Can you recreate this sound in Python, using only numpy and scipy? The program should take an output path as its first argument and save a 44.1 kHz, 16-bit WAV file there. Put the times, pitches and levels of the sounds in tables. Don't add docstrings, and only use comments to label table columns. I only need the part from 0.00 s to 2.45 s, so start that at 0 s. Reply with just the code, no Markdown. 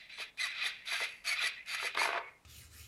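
import sys
import numpy as np
from scipy import signal
from scipy.fft import rfft, irfft
from scipy.io import wavfile
from scipy.ndimage import uniform_filter1d

SR = 44100
rng = np.random.default_rng(int(sys.argv[2]) if len(sys.argv) > 2 else 0)


def int16_out(signal):
    q = np.round(np.clip(np.atleast_2d(signal).T, -1, 1) * 32767)
    wavfile.write(sys.argv[1], SR, q.astype(np.int16))


N = 108045
T = np.arange(N) / SR

# frequency_hz, level_db
NOISE_SPECTRUM = [(20,-6.5), (45,2.5), (100,-3), (200,-3), (400,-8.5), (1000,-7.5), (2500,-18.5),
                  (5000,-20), (10000,-22), (16000,-30)]
# frequency_hz, t60_s
ROOM_DECAY = [(200,0.39), (1000,0.29), (2500,0.29), (5000,0.16), (12000,0.089)]
# frequency_hz, width_hz, lift_db
WING_MODES = [(416,68,4), (683,35,11), (1141,71,4.5), (1474,45,3.5), (1720,40,6.5), (1906,86,2.5),
              (2085,82,1.5), (2475,54,4.5), (2790,55,8), (3390,100,5), (3910,230,2), (4637,160,5.5)]
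# frequency_hz, level_db
THUD_SPECTRUM = [(100,-27), (270,-17.5), (370,-2.5), (460,6.5), (560,1.5), (700,-8), (1000,-3), (3000,-80)]
BLOW_SPECTRUM = [(100,-29.5), (250,-23), (340,-5.5), (460,-4), (600,-2.5), (780,-6.5), (930,8), (1150,6),
                 (1300,1.5), (1500,3.5), (1750,-3), (2200,-2.5), (2700,-17.5), (3050,-14.5), (3600,-13),
                 (5000,-22), (7500,-43.5), (11000,-43), (16000,-58)]
RASP_SPECTRUM = [(100,-42.5), (330,-33), (600,-12.5), (800,-15), (1150,-3), (1700,1), (2300,6.5), (3050,-4),
                 (3600,-5), (4600,-0.5), (5100,-5.5), (6500,-7), (7400,-15), (8400,-10), (9300,-21.5),
                 (10200,-5), (11200,-9), (12500,-21), (14500,-31), (16000,-81)]
MAIN_RING_SPECTRUM = [(100,-55), (450,-52), (660,-39), (850,-32), (1200,-31), (1550,-21), (1950,1.5),
                      (2500,-0.5), (2800,-5), (3100,-15), (4500,-28.5), (9000,-35), (11000,-50),
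                      (15000,-62)]
UPPER_RING_SPECTRUM = [(100,-90), (2400,-55.5), (3000,-5), (3450,6.5), (4000,4), (4400,-5), (5500,-10),
                       (7000,-30.5), (9000,-49), (10800,-22.5), (15000,-50)]
# start_s, knock_db, thud_db
LINKAGE_KNOCKS = [(.183,-45,-50), (0.64,-43,-55.5), (.922,-34,-64), (1.003,-34,-44), (1.421,-44,-50.5),
                  (1.828,-30.5,-44.5)]
# start_s, level_db
CHATTER_BLOWS = [(1.950,-31), (1.974,-21), (1.997,-48), (2.017,-21), (2.035,-30.5), (2.055,-24.5),
                 (2.074,-27.5), (2.089,-25.5), (2.104,-32), (2.118,-39.5), (2.131,-28), (2.142,-30),
                 (2.151,-29), (2.159,-28.5), (2.168,-32.5), (2.176,-31.5), (2.185,-35), (2.21,-45)]
# time_s, level_db
FRAME_SHAKE = [(1.948,-53), (1.98,-40.5), (2.06,-40.5), (2.14,-49), (2.18,-36), (2.205,-48), (2.228,-62),
               (2.285,-58), (2.34,-70), (2.45,-86)]
# start_s, length_s, first_pitch_hz, last_pitch_hz, level_db, octave_db
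MESH_TONES = [(0.12,0.074,2020,2000,-71.5,12), (.376,0.039,2480,2465,-39,-22),
              (0.392,0.039,1960,2104,-35.5,-3.5), (0.424,0.031,2023,1926,-34,-4),
              (.44,0.041,1220,1038,-48.5,-14), (0.456,0.079,1970,2029,-46,-11.5),
              (.612,0.03,2440,2485,-34.5,-30), (0.647,0.028,3424,3735,-32.5,-28),
              (0.661,0.015,1890,1976,-27,-6), (0.775,.075,1957,1840,-61.5,-34),
              (0.926,0.052,1646,1580,-43.5,-14), (.94,0.037,2460,2430,-50,-26),
              (1.013,0.048,2039,2070,-39.5,-14), (1.265,0.045,2227,2207,-44.5,8),
              (1.301,0.054,2260,2200,-33,-17.5), (1.38,.026,2560,2440,-31,-20),
              (1.397,0.025,1454,1430,-38.5,-8), (1.414,0.019,3430,3520,-32,-20),
              (1.426,0.056,1952,1959,-37,-11), (1.557,0.0666,1893,2090,-51.5,-37),
              (1.652,0.056,2520,2400,-54,-18), (1.676,0.081,2313,2247,-55,7),
              (1.84,0.029,2060,2020,-35.5,-31), (1.984,0.033,2130,2175,-32,-6),
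              (2.022,0.029,2300,2420,-32,-14), (2.215,0.088,2205,2195,-52.5,-49),
              (2.3,0.09,2160,2140,-64.5,-29)]
# start_s, end_s, first_level_db, last_level_db, release_s
DRIVE_SPURTS = [(0.167,0.219,-53,-39,0.015), (0.371,0.467,-45.5,-35,0.0089), (0.595,0.674,-57,-33,0.012),
                (0.846,0.936,-49,-35,0.087), (0.977,1.048,-49,-37.5,0.005), (1.239,1.328,-37.5,-32.5,0.017),
                (1.385,1.474,-42,-32.5,0.01), (1.649,1.754,-54,-37,0.011), (1.761,1.869,-47.5,-34.5,0.013),
                (1.961,2.04,-37.5,-31,0.027)]
# start_s, level_db
TOOTH_SNAPS = [(.374,-47.5), (0.857,-55), (1.242,-51), (1.66,-50), (1.747,-32), (1.947,-40)]
# time_s, main_ring_db, upper_ring_db
SWING_ENVELOPES = [
    [(0.0, -50.5, -53.5), (0.088, -59.5, -65.5), (0.098, -48, -52), (0.118, -48.5, -51.5),
     (0.174, -49.5, -56), (0.182, -43, -42.5), (0.222, -37.5, -41), (0.242, -47, -49.5), (0.3, -59, -60),
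     (0.308, -86, -83), (0.368, -87, -71)],
    [(0.371, -64, -70), (0.375, -65, -53), (0.383, -56, -54), (0.407, -40.5, -41), (0.539, -42, -48),
     (0.629, -36, -37), (0.635, -33.5, -38), (0.661, -34, -36), (0.677, -38.5, -39), (0.769, -49.5, -56),
     (0.845, -55, -64)],
    [(0.848, -51, -68), (0.876, -43.5, -38.5), (0.906, -40.5, -43), (0.938, -32.5, -37.5),
     (0.956, -35, -40), (0.99, -39.5, -45), (1.04, -37.5, -39), (1.096, -44, -53), (1.222, -64.5, -90),
     (1.235, -66, -86.5)],
    [(1.238, -66, -68), (1.254, -38.5, -52), (1.27, -41.5, -43), (1.33, -38.5, -46), (1.35, -41, -49),
     (1.374, -35.5, -37), (1.396, -37.5, -39.5), (1.42, -34, -38), (1.442, -34.5, -36), (1.632, -55, -67.5),
     (1.646, -64, -72)],
    [(1.652, -59, -83), (1.662, -56.5, -67), (1.682, -40.5, -46.5), (1.754, -36, -41.5),
     (1.764, -39.5, -54), (1.788, -38, -39.5), (1.8, -38, -51), (1.84, -41, -41.5), (1.854, -53, -43),
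     (1.87, -34, -47), (1.94, -49, -53)],
    [(1.943, -43, -74), (1.949, -39, -36), (1.961, -45, -64), (1.973, -36.5, -40), (2.183, -39, -54.5),
     (2.203, -69, -80), (2.231, -53, -85), (2.251, -58, -75), (2.295, -57.5, -90), (2.335, -70, -90),
     (2.45, -79, -81)],
]


def amp(db):
    return 10 ** (np.asarray(db) / 20)


def unit(x):
    return x / np.sqrt(np.mean(x ** 2) + 1e-20)


def at_frequency(points, hz):
    f, value = np.transpose(points)
    return np.interp(np.log(hz + 1), np.log(f + 1), value)


def envelope(points):
    return amp(np.interp(T, *np.transpose(points), left=-np.inf))


def wander(cutoff_hz):
    hz = np.fft.rfftfreq(N, 1 / SR)
    return unit(irfft(rfft(rng.standard_normal(N)) / (1 + (hz / cutoff_hz) ** 4), N))


def room_noise(level_db=-70):
    colour = amp(at_frequency(NOISE_SPECTRUM, np.fft.rfftfreq(N, 1 / SR)))
    return amp(level_db) * unit(irfft(rfft(rng.standard_normal(N)) * colour, N))


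def reflections(x, bench_db=-6, bench_decay_s=0.0026, room_db=-15.5):
    t = T[:SR // 2]
    near, far = rng.standard_normal((2, len(t))) * (rng.random((2, len(t))) < 0.1)
    near = near * np.exp(-t / bench_decay_s) * (t > 0.001)
    hz, frame_s, spectrum = signal.stft(far * (t > 0.008), SR, nperseg=256)
    decay = amp(-60 * frame_s / at_frequency(ROOM_DECAY, hz)[:, None])
    tail = signal.istft(spectrum * decay, SR, nperseg=256)[1][:len(t)]
    echo = amp(bench_db) * near / np.linalg.norm(near) + amp(room_db) * tail / np.linalg.norm(tail)
    return x + signal.oaconvolve(x, echo)[:N]


def wing(force, spectrum, size=8192):
    hz = np.fft.rfftfreq(size, 1 / SR)
    peaks_db = sum(lift / (1 + (2 * (hz - f) / width) ** 2) for f, width, lift in WING_MODES)
    db = at_frequency(spectrum, hz) + peaks_db
    log_gain = np.log(amp(np.r_[db, db[-2:0:-1]]))
    ring = np.fft.ifft(np.exp(np.conj(signal.hilbert(log_gain)))).real[:size // 2]
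    return signal.oaconvolve(force, ring / np.linalg.norm(ring))[:N]


def frame_mode(force, hz, width_hz):
    carrier = np.exp(2j * np.pi * np.cumsum(hz * np.ones(N)) / SR)
    pole = np.exp(-np.pi * width_hz / SR)
    return unit((carrier * signal.lfilter([1], [1, -2 * pole, pole * pole], force / carrier)).real)


def tooth_force(rub, teeth_per_s=2100, motor_hz=254.3):
    speed = 1 + np.clip(0.1 * wander(25), -0.5, 0.5)
    teeth_passed = np.cumsum(teeth_per_s * speed * (1 + 0.15 * wander(1500))) / SR
    spread = amp(2 * np.clip(rng.standard_normal(N), -2, 2))
    clicks = np.diff(np.floor(teeth_passed), prepend=0) * spread * rng.choice([-1, 1], N)
    throb = 1 + 0.15 * np.cos(2 * np.pi * np.cumsum(motor_hz * speed) / SR)
    contact = unit(clicks) + rub * rng.standard_normal(N)
    judder = amp(2 * wander(190))
    return unit(contact * throb * judder)


def aileron_thuds(shake_db=-8, delay_s=0.021, width_s=0.013):
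    swell = sum(amp(db) * np.exp(-((T - start - delay_s) / width_s) ** 2)
                for start, _, db in LINKAGE_KNOCKS)
    return (swell + amp(shake_db) * envelope(FRAME_SHAKE)) * wing(rng.standard_normal(N), THUD_SPECTRUM)


def knocks_and_chatter(gain_db=20, contact_db=-11, delay_s=0.00129, width_s=0.0019):
    force, grit = np.zeros(N), rng.standard_normal(N)
    for start, db, *_ in LINKAGE_KNOCKS + CHATTER_BLOWS:
        crunch = grit * np.exp(-((T - start - delay_s) / width_s) ** 2)
        force += 0.82 * amp(db) * crunch / np.linalg.norm(crunch)
        force[round((start + delay_s) * SR)] += amp(db + contact_db)
    shake = envelope(FRAME_SHAKE) * tooth_force(rub=0.1)
    return wing(amp(gain_db) * force + shake, BLOW_SPECTRUM)


def gear_whine(fade_s=0.016):
    out = np.zeros(N)
    waver, rough = 1 + 0.015 * wander(280), 1 + 0.28 * wander(340)
    jitter_rad = 0.17 * wander(650)
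    for start, length, first_hz, last_hz, db, octave_db in MESH_TONES:
        on = (T >= start) & (T < start + length)
        t = T[on] - start
        pitch_hz = (first_hz + (last_hz - first_hz) * t / length) * waver[on]
        phase = 2 * np.pi * np.cumsum(pitch_hz) / SR + jitter_rad[on]
        overtones = np.sin(2 * phase) + sum(amp(-11.5 - 2 * k) * np.sin((3 + k) * phase) for k in range(3))
        fade = np.minimum(np.minimum(t, length - t) / fade_s, 1)
        out[on] += np.sqrt(2) * amp(db) * fade * rough[on] * (np.sin(phase) + amp(octave_db) * overtones)
    return out


def gear_rasp(gain_db=-4.5, attack_s=0.032, snap_decay_s=0.0035):
    effort = np.zeros(N)
    for start, end, first_db, last_db, release_s in DRIVE_SPURTS:
        attack = np.clip((T - start) / attack_s, 0, 1)
        release = np.exp(-np.maximum(T - end, 0) / release_s)
        effort += amp(np.interp(T, [start, end], [first_db, last_db])) * attack * release
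    snaps = sum(amp(db) * (T >= start) * np.exp(-abs(T - start) / snap_decay_s)
                for start, db in TOOTH_SNAPS)
    return amp(gain_db) * (effort + snaps) * wing(tooth_force(rub=0.29), RASP_SPECTRUM)


def gear_rattle(whine, ring_db=-3.5, buzz_reference_db=-34):
    rows = np.vstack(SWING_ENVELOPES)
    main, upper = envelope(rows[:, [0, 1]]) + 1e-9, envelope(rows[:, [0, 2]])
    force = tooth_force(rub=0.6)
    strength = main / amp(buzz_reference_db)
    buzz_hz = np.clip(1262 - 37 * 20 * np.log10(strength), 1100, 2150)
    buzz = amp(-48) * strength ** 0.99 * frame_mode(force, buzz_hz, width_hz=400)
    hum = amp(-70) * strength ** 0.65 * frame_mode(force, hz=623, width_hz=120)
    whine_power = abs(uniform_filter1d(whine ** 2, size=400))
    give_way = 1 / np.sqrt(1 + 0.2 * whine_power / main ** 2)
    main_ring = give_way * main * wing(force, MAIN_RING_SPECTRUM)
    upper_ring = upper * wing(tooth_force(rub=0.16), UPPER_RING_SPECTRUM)
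    return amp(ring_db) * (main_ring + upper_ring) + buzz + hum


def scene():
    whine = gear_whine()
    impacts = gear_rattle(whine) + gear_rasp() + knocks_and_chatter() + aileron_thuds()
    return (reflections(impacts) + whine + room_noise())[None]


def record(dry, cutoff_hz=15750):
    low_pass = signal.firwin(511, cutoff_hz, window=("kaiser", 9), fs=SR)
    return signal.oaconvolve(dry, low_pass[None], "same")


dry = scene()
out = record(dry)
int16_out(out)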